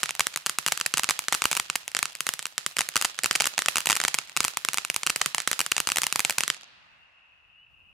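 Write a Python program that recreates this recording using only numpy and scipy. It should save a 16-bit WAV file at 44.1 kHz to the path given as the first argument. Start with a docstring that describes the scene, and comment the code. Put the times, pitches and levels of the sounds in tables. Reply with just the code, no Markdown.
"""Open ground at night among grass, walls and trees: a ground fountain firework, a few metres from a small
stereo camera, throws crackling stars. Each burst is a tiny blast heard directly and off the ground, then
scattered all around; it rings the microphone ports. The burning charge hisses below, as shaped noise.
When the last star has burst the gain control lets go: a chorus of insects (clicks in a narrow band),
tree frogs (rising whistles) and the night's low rumble come up."""
import sys
import numpy as np
from scipy import signal
from scipy.fft import rfft, irfft, next_fast_len
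from scipy.io import wavfile

SR = 44100
rng = np.random.default_rng(int(sys.argv[2]) if len(sys.argv) > 2 else 0)


def elevation(decibels):
    """Turn decibel levels (scalar or array-like) into linear amplitude ratios."""
    levels = np.asarray(decibels, float)
    return 10 ** (levels / 20)


def file_out(sig):
    """Save sig as 16-bit WAV at sys.argv[1]."""
    # one column per channel
    cols = np.atleast_2d(sig).T
    # limit, then scale
    lim = np.clip(cols, -1, 1)
    pcm = np.round(lim * 32767).astype(np.int16)
    wavfile.write(sys.argv[1], SR, pcm)


N = 349694


def rms_one(x):
    """Scale to rms 1."""
    return x / np.sqrt(np.mean(x ** 2) + 1e-20)


def cut(x, hz, kind, order=2):
    """Butterworth filter along time; corners are held between 10 Hz and 0.45 SR."""
    sos = signal.butter(order, np.clip(hz, 10, 0.45 * SR), kind, fs=SR, output="sos")
    return signal.sosfilt(sos, x)


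def drift(rate_hz):
    """Slow random curve of rms 1: noise at SR / 40 through two equal poles at rate_hz."""
    r = np.exp(-2 * np.pi * rate_hz * 40 / SR)
    slow = signal.lfilter([1], [1, -2 * r, r * r], rng.standard_normal(N // 40 + 2002))
    slow = slow[2000:]      # past the filter's start-up
    return np.interp(np.arange(N) / 40, np.arange(len(slow)), rms_one(slow))


def ring(x, hz, t60_s):
    """Damped resonator: a unit click sets a cosine of height 1 ringing."""
    r = elevation(-60 / (t60_s * SR))
    c = r * np.cos(2 * np.pi * hz / SR)
    return signal.lfilter([1, -c], [1, -2 * c, r * r], x + 1e-18)


def clicks(start_s, level_db):
    """Clicks at any instant, shared between the two nearest samples."""
    at = np.asarray(start_s) * SR
    whole = at.astype(int)
    part = at - whole
    out = np.zeros(N)
    np.add.at(out, whole, elevation(level_db) * (1 - part))
    np.add.at(out, whole + 1, elevation(level_db) * part)
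    return out


# noise density of the night: hz [Hz], density_db [dB per Hz]
NIGHT_SPECTRUM = [(30, -95), (90, -96.5), (150, -105), (400, -116), (1100, -110), (2000, -118),
                  (3500, -128), (8000, -136)]


def night():
    """Far traffic rumble and air: coloured noise, independent in the two ports, drifting in level."""
    table_hz, density_db = np.transpose(NIGHT_SPECTRUM)
    hz = np.fft.rfftfreq(N, 1 / SR) + 1
    colour = elevation(np.interp(np.log(hz), np.log(table_hz), density_db))
    spectrum = rfft(rng.standard_normal((2, N))) * colour * np.sqrt(SR / 2)
    return irfft(spectrum, N) * elevation(2.5 * drift(4.5))


CHORUS_HZ, CHORUS_WIDTH_HZ, CHORUS_DB, RASPS_PER_S = 2703, 340, -66, 900


def insects():
    """Many far wings rasp at once: dense clicks into a narrow band, swelling unevenly."""
    rasp = (rng.random((3, N)) < RASPS_PER_S / SR) * rng.standard_normal((3, N))
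    left_right = rasp[:2] + 0.8 * rasp[2]      # the third stream is common to both sides
    edges_hz = CHORUS_HZ + CHORUS_WIDTH_HZ * np.array([-0.5, 0.5])
    chorus = cut(left_right, edges_hz, "band", order=3)
    side_db = np.array([[1.2], [-1.2]])
    return elevation(CHORUS_DB + 1.1 * drift(12.0) + side_db) * rms_one(chorus)


PEEP_S, PEEP_RISE_HZ_PER_S = 0.11, 2000
FAR_PEEPS_PER_S, FAR_PEEP_LEAST_DB, FAR_PEEP_SPAN_DB = 45, -85, 8
FAR_PEEP_LOW_HZ, FAR_PEEP_HIGH_HZ = 2400, 2900
# whistles of the nearer tree frogs: start_s [s], level_db [dB], pitch_hz [Hz, at the start]
NEAR_PEEPS = [(6.87, -62, 2540), (6.97, -60, 2670), (7.11, -67, 2810), (7.3, -68, 2820), (7.45, -70, 2880),
              (7.49, -70, 2720), (7.55, -60.5, 2800)]


def frogs():
    """Rising whistles, a few near and many far; each reaches the right port later and weaker by chance."""
    u = rng.random((400, 4))
    far_s = np.cumsum(-np.log(u[:, 0] + 1e-9) / FAR_PEEPS_PER_S)
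    far_db = FAR_PEEP_LEAST_DB + FAR_PEEP_SPAN_DB * u[:, 1]
    far_hz = FAR_PEEP_LOW_HZ + u[:, 2] * (FAR_PEEP_HIGH_HZ - FAR_PEEP_LOW_HZ)
    far = np.transpose([far_s, far_db, far_hz])[far_s < N / SR]
    t = np.arange(int(PEEP_S * SR)) / SR
    envelope = np.sin(np.pi * t / PEEP_S) ** 0.94
    out = np.zeros((2, N + SR))
    for (start_s, level_db, pitch_hz), side in zip(np.vstack([NEAR_PEEPS, far]), u[:, 3]):
        cycles = pitch_hz * t + PEEP_RISE_HZ_PER_S * t ** 2 / 2
        whistle = np.sin(2 * np.pi * cycles) * envelope
        left = int(start_s * SR)
        right = left + int(8 * side)
        out[0, left:left + len(t)] += elevation(level_db) * whistle
        out[1, right:right + len(t)] += elevation(level_db - 7 * side) * whistle
    return out[:, :N]


JET_GAIN_DB, JET_END_S, JET_FADE_S = -60, 6.5, 0.132


def jet():
    """The burning charge hisses and spits fine sparks (spiky noise) until it is spent."""
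    burning = np.clip((JET_END_S - np.arange(N) / SR) / JET_FADE_S, 0, 1)
    spit = elevation(7.6 * np.minimum(rng.exponential(1, N), 5)) * rng.standard_normal(N)
    hiss = rms_one(spit) + 0.5 * rng.standard_normal((2, N))
    gain = elevation(JET_GAIN_DB + 2.5 * drift(6.0))
    return gain * burning * cut(hiss, [1500, 11000], "band", order=1)


SMALL_POPS_PER_S, SMALL_POP_BASE_DB, SMALL_POP_SPREAD_DB = 25, -47, 4
SMALL_LAG_MEDIAN_MS, SMALL_LAG_LOG_SPREAD = 0.23, 0.31


def small_pops():
    """Small stars burst at random while the charge burns: rows of start_s, level_db, bounce_lag_ms."""
    u = rng.random((450, 2))
    start_s = np.cumsum(-np.log(u[:, 0] + 1e-9) / SMALL_POPS_PER_S)
    level_db = SMALL_POP_BASE_DB - SMALL_POP_SPREAD_DB * np.log(u[:, 1] + 0.082)
    bounce_lag_ms = SMALL_LAG_MEDIAN_MS * np.exp(SMALL_LAG_LOG_SPREAD * rng.standard_normal(len(start_s)))
    return np.transpose([start_s, level_db, bounce_lag_ms])[start_s < JET_END_S]


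GROUND_TURN_HZ, BOUNCE_CUT_HZ = 2140, 10000


def off_ground(x):
    """Grass dulls the bounce; an all-pass turns its phase, upside down at the top of the treble."""
    a = np.exp(-2 * np.pi * GROUND_TURN_HZ / SR)
    turned = signal.lfilter([-a, 1], [1, -a], x)
    return cut(turned, BOUNCE_CUT_HZ, "low", order=1)


FAR_CUT_HZ, DULLING_S = 7000, 0.1
SCATTER_GRAIN_DB = 4.5      # separate leaves and stems make the scatter spiky
# scatter off the grass, then off bushes further out: left_db [dB], right_db [dB], t60_s [s]
SCATTER = [(-40.5, -47, 0.12), (-46, -40, 0.3)]
# hard surfaces around: delay_ms [ms], left_db [dB], right_db [dB], smear_ms [ms]
SURFACES = [(2.24, -24, -38.5, 0.5), (10.5, -28, -21, 1.2), (24.74, -34, -30, 0.39), (29.6, -27, -20, 0.45),
            (37.5, -36, -27, 1.2), (49, -34, -21, 2.5), (56, -19, -17, 19.0), (132, -28, -18, 1.5),
            (141.2, -21, -27, 0.6)]


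def scatter_and_echoes(t, bright_hz):
    """Noise shaped by scatter decays and smeared echoes; long paths lose their treble."""
    level = np.zeros((2, len(t)))
    for left_db, right_db, t60_s in SCATTER:
        level += elevation(np.array([[left_db], [right_db]]) - 60 * t / t60_s) * (t > 0.001)
    for delay_ms, left_db, right_db, smear_ms in SURFACES:
        shape = np.exp(-((1000 * t - delay_ms) / smear_ms) ** 2)
        shape = shape / np.sqrt(np.sum(shape ** 2))
        level = np.hypot(level, elevation(np.array([[left_db], [right_db]])) * shape)
    spikes = elevation(SCATTER_GRAIN_DB * np.minimum(rng.exponential(1, len(t)), 5))
    rough = level * rms_one(rng.standard_normal(level.shape) * spikes)
    bright = np.exp(-t / DULLING_S)
    return cut(rough * bright, bright_hz, "low", order=1) + cut(rough * (1 - bright), FAR_CUT_HZ, "low")


def ground_ring(t):
    """Soil and stalks round the fountain answer at once: short band noise, alike in both ports."""
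    level = elevation(-17.5 - 60 * t / 0.013) * (t > 0.0012)
    return cut(rng.standard_normal(len(t)) * level, [720, 3200], "band")


# far tail, the top bands dying soonest: low_hz [Hz], high_hz [Hz], level_db [dB], t60_s [s]
FAR_TAIL = [(60.3, 210, -39.5, 1.8), (150, 210, -47.5, 2.3), (500, 1050, -56.5, 2.94),
            (962, 2450, -58, 3.3), (2360, 4400, -42.5, 0.93), (4390, 9100, -64.5, 0.71)]


def far_tail(t):
    """Bands of noise with decays of their own; far returns take time to build."""
    swell = 1 - np.exp(-t / 0.18)
    out = np.zeros((2, len(t)))
    for low_hz, high_hz, level_db, t60_s in FAR_TAIL:
        band = cut(rng.standard_normal(out.shape), [low_hz, high_hz], "band")
        out += band * elevation(level_db - 60 * t / t60_s) * swell
    return out


def surroundings(bright_hz):
    """Stereo answer of the place to one blast, 1.5 s long."""
    t = np.arange(3 * SR // 2) / SR
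    return scatter_and_echoes(t, bright_hz) + ground_ring(t) + far_tail(t)


THUMP_CUT_HZ, CAPSULE_CUT_HZ = 460, 835
# modes of the left, then the right microphone port: mode_hz [Hz], gain_db [dB], t60_s [s]
PORT_MODES = [
    [(170, -46, 0.045), (1167, -13.5, 0.0022), (2840, -12.5, 0.0044), (4755, -13, 0.0023),
     (7270, 5.5, 0.00059)],
    [(150, -45.5, 0.098), (1260, -5, 0.0013), (2375, -11, 0.0032), (6700, -10, 0.00093), (8850, 7, 0.00042)],
]


def ports(x, strengths_db):
    """Ports ring at their modes; the lowest is a soft push on the body, the rest lose their bass."""
    modes = []
    for pair, own_db in zip(zip(*PORT_MODES), strengths_db):
        sides = [ring(side * elevation(gain_db + own_db), mode_hz, t60_s)
                 for side, (mode_hz, gain_db, t60_s) in zip(x, pair)]
        modes.append(np.array(sides))
    thump, *rung = modes
    return cut(thump, THUMP_CUT_HZ, "low") + cut(sum(rung), CAPSULE_CUT_HZ, "high")


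BOUNCE_DB, BOUNCE_SPREAD_DB = -1.5, 2.5
# blast low-pass, one of three dealt to each blast by chance; cut() holds the last at 0.45 SR: cutoff_hz [Hz]
BLAST_CUT_HZ = [9500, 14700, 30000]
# spread of each port mode's strength from blast to blast: spread_db [dB]
MODE_SPREAD_DB = [3, 4, 4, 4, 1.5]
# the louder bursting stars: start_s [s], level_db [dB], bounce_lag_ms [ms]
LOUD_BURSTS = [(0.0322, -2, 0.47), (0.0378, -13, 0.61), (0.0584, -16, 0.41), (0.0922, -10.5, 0.67),
               (0.1078, -16.5, 0.24), (0.1515, -17, 0.92), (0.1948, -5.5, 1.1), (0.1965, -17, 0.33),
               (0.2055, -7, 0.64), (0.2073, -3.5, 0.76), (0.2689, -6.5, 0.45), (0.3408, -23.5, 0.35),
               (0.3605, -8.5, 0.39), (0.3735, -16, 0.68), (0.4623, -4.5, 0.57), (0.4675, -7.5, 0.53),
               (0.4956, -6, 0.51), (0.5862, -4.5, 0.67), (0.6636, -0.5, 0.48), (0.6784, -9, 0.59),
               (0.684, -9, 0.57), (0.7213, -1, 1.19), (0.7231, -11.5, 0.45), (0.7754, -13, 0.56),
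               (0.8004, -17, 0.47), (0.812, -6.5, 0.56), (0.8619, -7.5, 0.33), (0.8631, -9, 0.33),
               (0.9394, -1, 0.58), (0.9726, -4.5, 0.56), (0.9805, -7, 0.72), (0.9949, -11.5, 0.91),
               (1.0343, -6.5, 0.53), (1.0431, -6.5, 0.63), (1.0899, -2, 0.37), (1.0969, -12, 0.69),
               (1.1078, -4.5, 0.43), (1.1094, -5, 0.73), (1.1913, -6.5, 0.71), (1.284, -5.5, 0.42),
               (1.3248, 0, 0.82), (1.3307, -8, 0.42), (1.3435, -10.5, 0.51), (1.345, -16.5, 1.2),
               (1.3487, -4, 0.6), (1.4201, -4, 0.67), (1.4405, -10, 0.78), (1.4549, 0, 0.57),
               (1.5142, -4.5, 1.1), (1.5207, -14, 0.19), (1.5294, -6, 0.7), (1.5515, -9.5, 1.1),
               (1.5676, -7, 0.66), (1.5728, -9.5, 0.61), (1.5985, -6.5, 0.77), (1.6999, -7.5, 0.62),
               (1.7555, -7, 0.91), (1.7593, -10.5, 0.35), (1.8795, -14.5, 0.24), (1.9172, -26.5, 0.3),
               (1.9491, -5, 0.32), (1.9674, -4, 0.49), (1.9902, -7.5, 0.42), (2.0279, -9, 0.36),
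               (2.0288, -7, 0.67), (2.0556, -10, 0.61), (2.1522, -19, 0.33), (2.206, -7.5, 0.53),
               (2.2676, -4, 0.38), (2.2903, -6, 0.49), (2.3378, -10, 0.45), (2.3925, -11.5, 0.44),
               (2.4266, -20.5, 0.17), (2.4553, -14, 0.62), (2.4674, -18.5, 0.44), (2.5803, -5, 0.45),
               (2.6633, -6.5, 0.47), (2.7655, -31, 0.88), (2.768, -7.5, 0.32), (2.7856, -7, 0.46),
               (2.7906, -5, 0.5), (2.8076, -2, 0.95), (2.8165, -10, 0.38), (2.8888, -11.5, 0.37),
               (2.9575, -2.5, 0.58), (2.9656, -1.5, 0.57), (2.9672, -6.5, 0.48), (2.976, -11, 0.51),
               (3.0132, -4.5, 0.68), (3.0241, -9, 0.53), (3.0473, -5.5, 0.55), (3.0503, -4, 0.91),
               (3.0562, -14, 0.53), (3.1895, -9, 0.42), (3.2353, -8.5, 0.31), (3.2436, -3, 0.33),
               (3.2593, -4, 0.61), (3.311, 0.5, 0.49), (3.3293, -22.5, 0.31), (3.3525, -10, 0.6),
               (3.3537, -10, 0.34), (3.3563, -9, 0.27), (3.3595, -7.5, 0.53), (3.4014, -5.5, 0.27),
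               (3.4063, 3, 1.2), (3.4206, -8, 0.6), (3.4424, -8.5, 0.23), (3.4563, -8, 0.45),
               (3.4682, -9, 0.57), (3.4718, -7, 0.49), (3.5797, -3, 1.04), (3.5907, -2, 0.39),
               (3.6206, -12.5, 0.44), (3.66, -5, 0.48), (3.6843, 0.5, 1.4), (3.7574, -5, 0.61),
               (3.769, -3.5, 0.71), (3.773, -13, 0.22), (3.7828, -6.5, 0.53), (3.8051, -12, 0.57),
               (3.858, -5.5, 0.57), (3.8709, -2.5, 0.2), (3.89, -7.5, 0.94), (3.8996, 0.5, 0.72),
               (3.9063, -4.5, 0.75), (3.9084, -9, 0.86), (3.9183, -6.5, 0.98), (3.9283, -4, 0.51),
               (3.954, -10, 0.32), (3.9654, -8, 0.62), (3.9699, -10, 0.77), (4.0017, -6.5, 0.38),
               (4.0149, -7.5, 0.5), (4.0384, -7, 0.89), (4.0502, -3, 0.4), (4.0806, -10.5, 0.77),
               (4.0827, -4, 0.87), (4.1426, -6.5, 0.41), (4.1436, -11, 0.77), (4.1488, -13, 0.32),
               (4.1868, -5.5, 0.67), (4.2961, -25.5, 0.33), (4.3657, -8, 0.69), (4.3725, -3.5, 0.65),
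               (4.4049, -0.5, 0.69), (4.4309, -19, 0.33), (4.4429, -6, 0.57), (4.449, -2.5, 0.76),
               (4.4815, -9, 0.63), (4.5714, -8, 0.78), (4.5731, -21.5, 0.21), (4.6493, -7, 0.45),
               (4.6868, -5, 0.66), (4.7333, -9.5, 0.41), (4.7434, -8, 0.64), (4.7733, -8, 0.78),
               (4.7837, -5, 0.69), (4.8492, -12, 0.64), (4.9004, -8.5, 0.27), (4.9403, -35, 0.35),
               (4.9438, -15, 0.24), (4.9624, -5.5, 0.68), (5.0329, -11.5, 0.77), (5.0654, -6, 0.61),
               (5.0717, -3.5, 0.57), (5.0979, -7, 0.29), (5.1017, -6, 0.6), (5.1608, -5, 0.32),
               (5.2143, -9, 0.41), (5.216, -0.5, 0.84), (5.2601, -2.5, 0.52), (5.347, -3.5, 0.86),
               (5.382, -4.5, 0.85), (5.4026, -8.5, 0.4), (5.4196, -22.5, 0.33), (5.4753, 0, 0.44),
               (5.4792, -15.5, 0.41), (5.5145, -5, 0.4), (5.5307, -4.5, 0.47), (5.5922, -4.5, 0.68),
               (5.6044, -5.5, 0.59), (5.6138, -9.5, 0.31), (5.6634, -11.5, 0.51), (5.7167, -9, 0.37),
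               (5.7193, -6, 0.59), (5.7657, -5, 0.96), (5.7804, -6, 0.68), (5.8022, -6.5, 0.56),
               (5.8723, -6, 0.56), (5.8894, -8, 0.7), (5.9011, -13, 0.3), (5.9188, -5.5, 0.58),
               (5.9598, -8, 0.24), (5.9703, -2.5, 0.87), (5.9841, -6.5, 0.43), (6.0184, -8.5, 0.53),
               (6.0341, -6.5, 0.76), (6.0403, -8, 0.26), (6.0674, -5.5, 0.88), (6.1255, -5.5, 0.63),
               (6.1588, -3, 0.77), (6.1939, -2.5, 0.72), (6.204, -13.5, 0.36), (6.2493, -1, 0.19),
               (6.2501, -6, 0.33), (6.2969, -6, 1.08), (6.3074, -7, 0.3), (6.3247, -22.0, 0.4),
               (6.3832, -1, 0.64), (6.3844, -9.5, 0.53), (6.407, -6, 0.27), (6.4356, -5, 0.55),
               (6.4789, -8, 0.43), (6.5014, -5.5, 0.47), (6.5454, -24, 0.34)]


def fountain():
    """Every blast arrives twice, then from all around; blasts differ in sharpness and place."""
    start_s, level_db, bounce_lag_ms = np.transpose(np.vstack([LOUD_BURSTS, small_pops()]))
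    chance = rng.standard_normal((len(start_s), 9))
    start_s = start_s + 3e-5 * chance[:, 0]
    bounce_s = start_s + bounce_lag_ms / 1000
    bounce_db = level_db + BOUNCE_DB + BOUNCE_SPREAD_DB * chance[:, 3]
    blast_kind = np.digitize(chance[:, 1], [-0.43, 0.43])      # three kinds of blast, dealt by chance, about equally many
    fft_size = next_fast_len(N + 2 * SR)
    direct, back = 0, 0
    for k, cutoff_hz in enumerate(BLAST_CUT_HZ):
        own = blast_kind == k
        sides = []
        for late_s in (0, 1.6e-5 * chance[own, 2]):      # off-centre stars reach one port first
            bounce = clicks(bounce_s[own] + 0.51 * late_s, bounce_db[own])
            sides.append(clicks(start_s[own] + late_s, level_db[own]) + off_ground(bounce))
        bare = clicks(start_s[own], level_db[own])
        *blasts, bare = cut(np.array(sides + [bare]), cutoff_hz, "low")
        direct = direct + np.array(blasts)
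        heard = np.zeros(fft_size)
        heard[:N] = bare
        # stars like these burst before the start; their answer wraps round
        heard[-SR // 2:] = bare[SR:3 * SR // 2]
        back = back + rfft(heard) * rfft(surroundings(bright_hz=14670), fft_size)
    back = irfft(back, fft_size)[:, :N]
    # sound from all around rings the ports less than sound from ahead
    around = 0.17 * ports(back, np.zeros(5)) + 2.77 * cut(back, [900, 15000], "band", order=1)
    # at each instant the latest star sets the mode strengths
    order = np.argsort(start_s)
    count = np.searchsorted(start_s[order], np.arange(N) / SR + 1e-4)
    latest = order[np.clip(count - 1, 0, None)]
    strengths_db = (MODE_SPREAD_DB * chance[:, 4:])[latest].T
    return -(ports(direct, strengths_db) + around)      # pressure reads negative in these capsules


def scene():
    """Firework over the night."""
    return fountain() + jet() + insects() + frogs() + night()


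HOLD_DB, RELEASE_DB_PER_S, MOST_BOOST_DB = -20.5, 5.5, 10
ROUNDING_TOP = 0.65      # full scale = 1


def gain_control(dry):
    """Peaks above HOLD_DB hold the boost at zero; it then climbs steadily to its limit."""
    fall_db = RELEASE_DB_PER_S * np.arange(N) / SR
    level_db = 20 * np.log10(np.max(np.abs(dry), axis=0) + 1e-9)
    level_db[0] = HOLD_DB      # the crackle was already going
    held_db = np.maximum.accumulate(np.minimum(level_db, HOLD_DB) + fall_db) - fall_db
    return dry * elevation(np.minimum(HOLD_DB - held_db, MOST_BOOST_DB))


def band_limit(x):
    """A steep low-pass at the top of the band."""
    return signal.sosfilt(signal.butter(12, 16970, fs=SR, output="sos"), x)


def record(dry):
    """Gain control, rounding of peaks, then the band limits."""
    rounded = ROUNDING_TOP * np.tanh(gain_control(dry) / ROUNDING_TOP)
    mix = cut(cut(rounded, 53, "high"), 15460, "low", order=12)
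    return band_limit(mix)


dry = scene()
out = record(dry)
file_out(out)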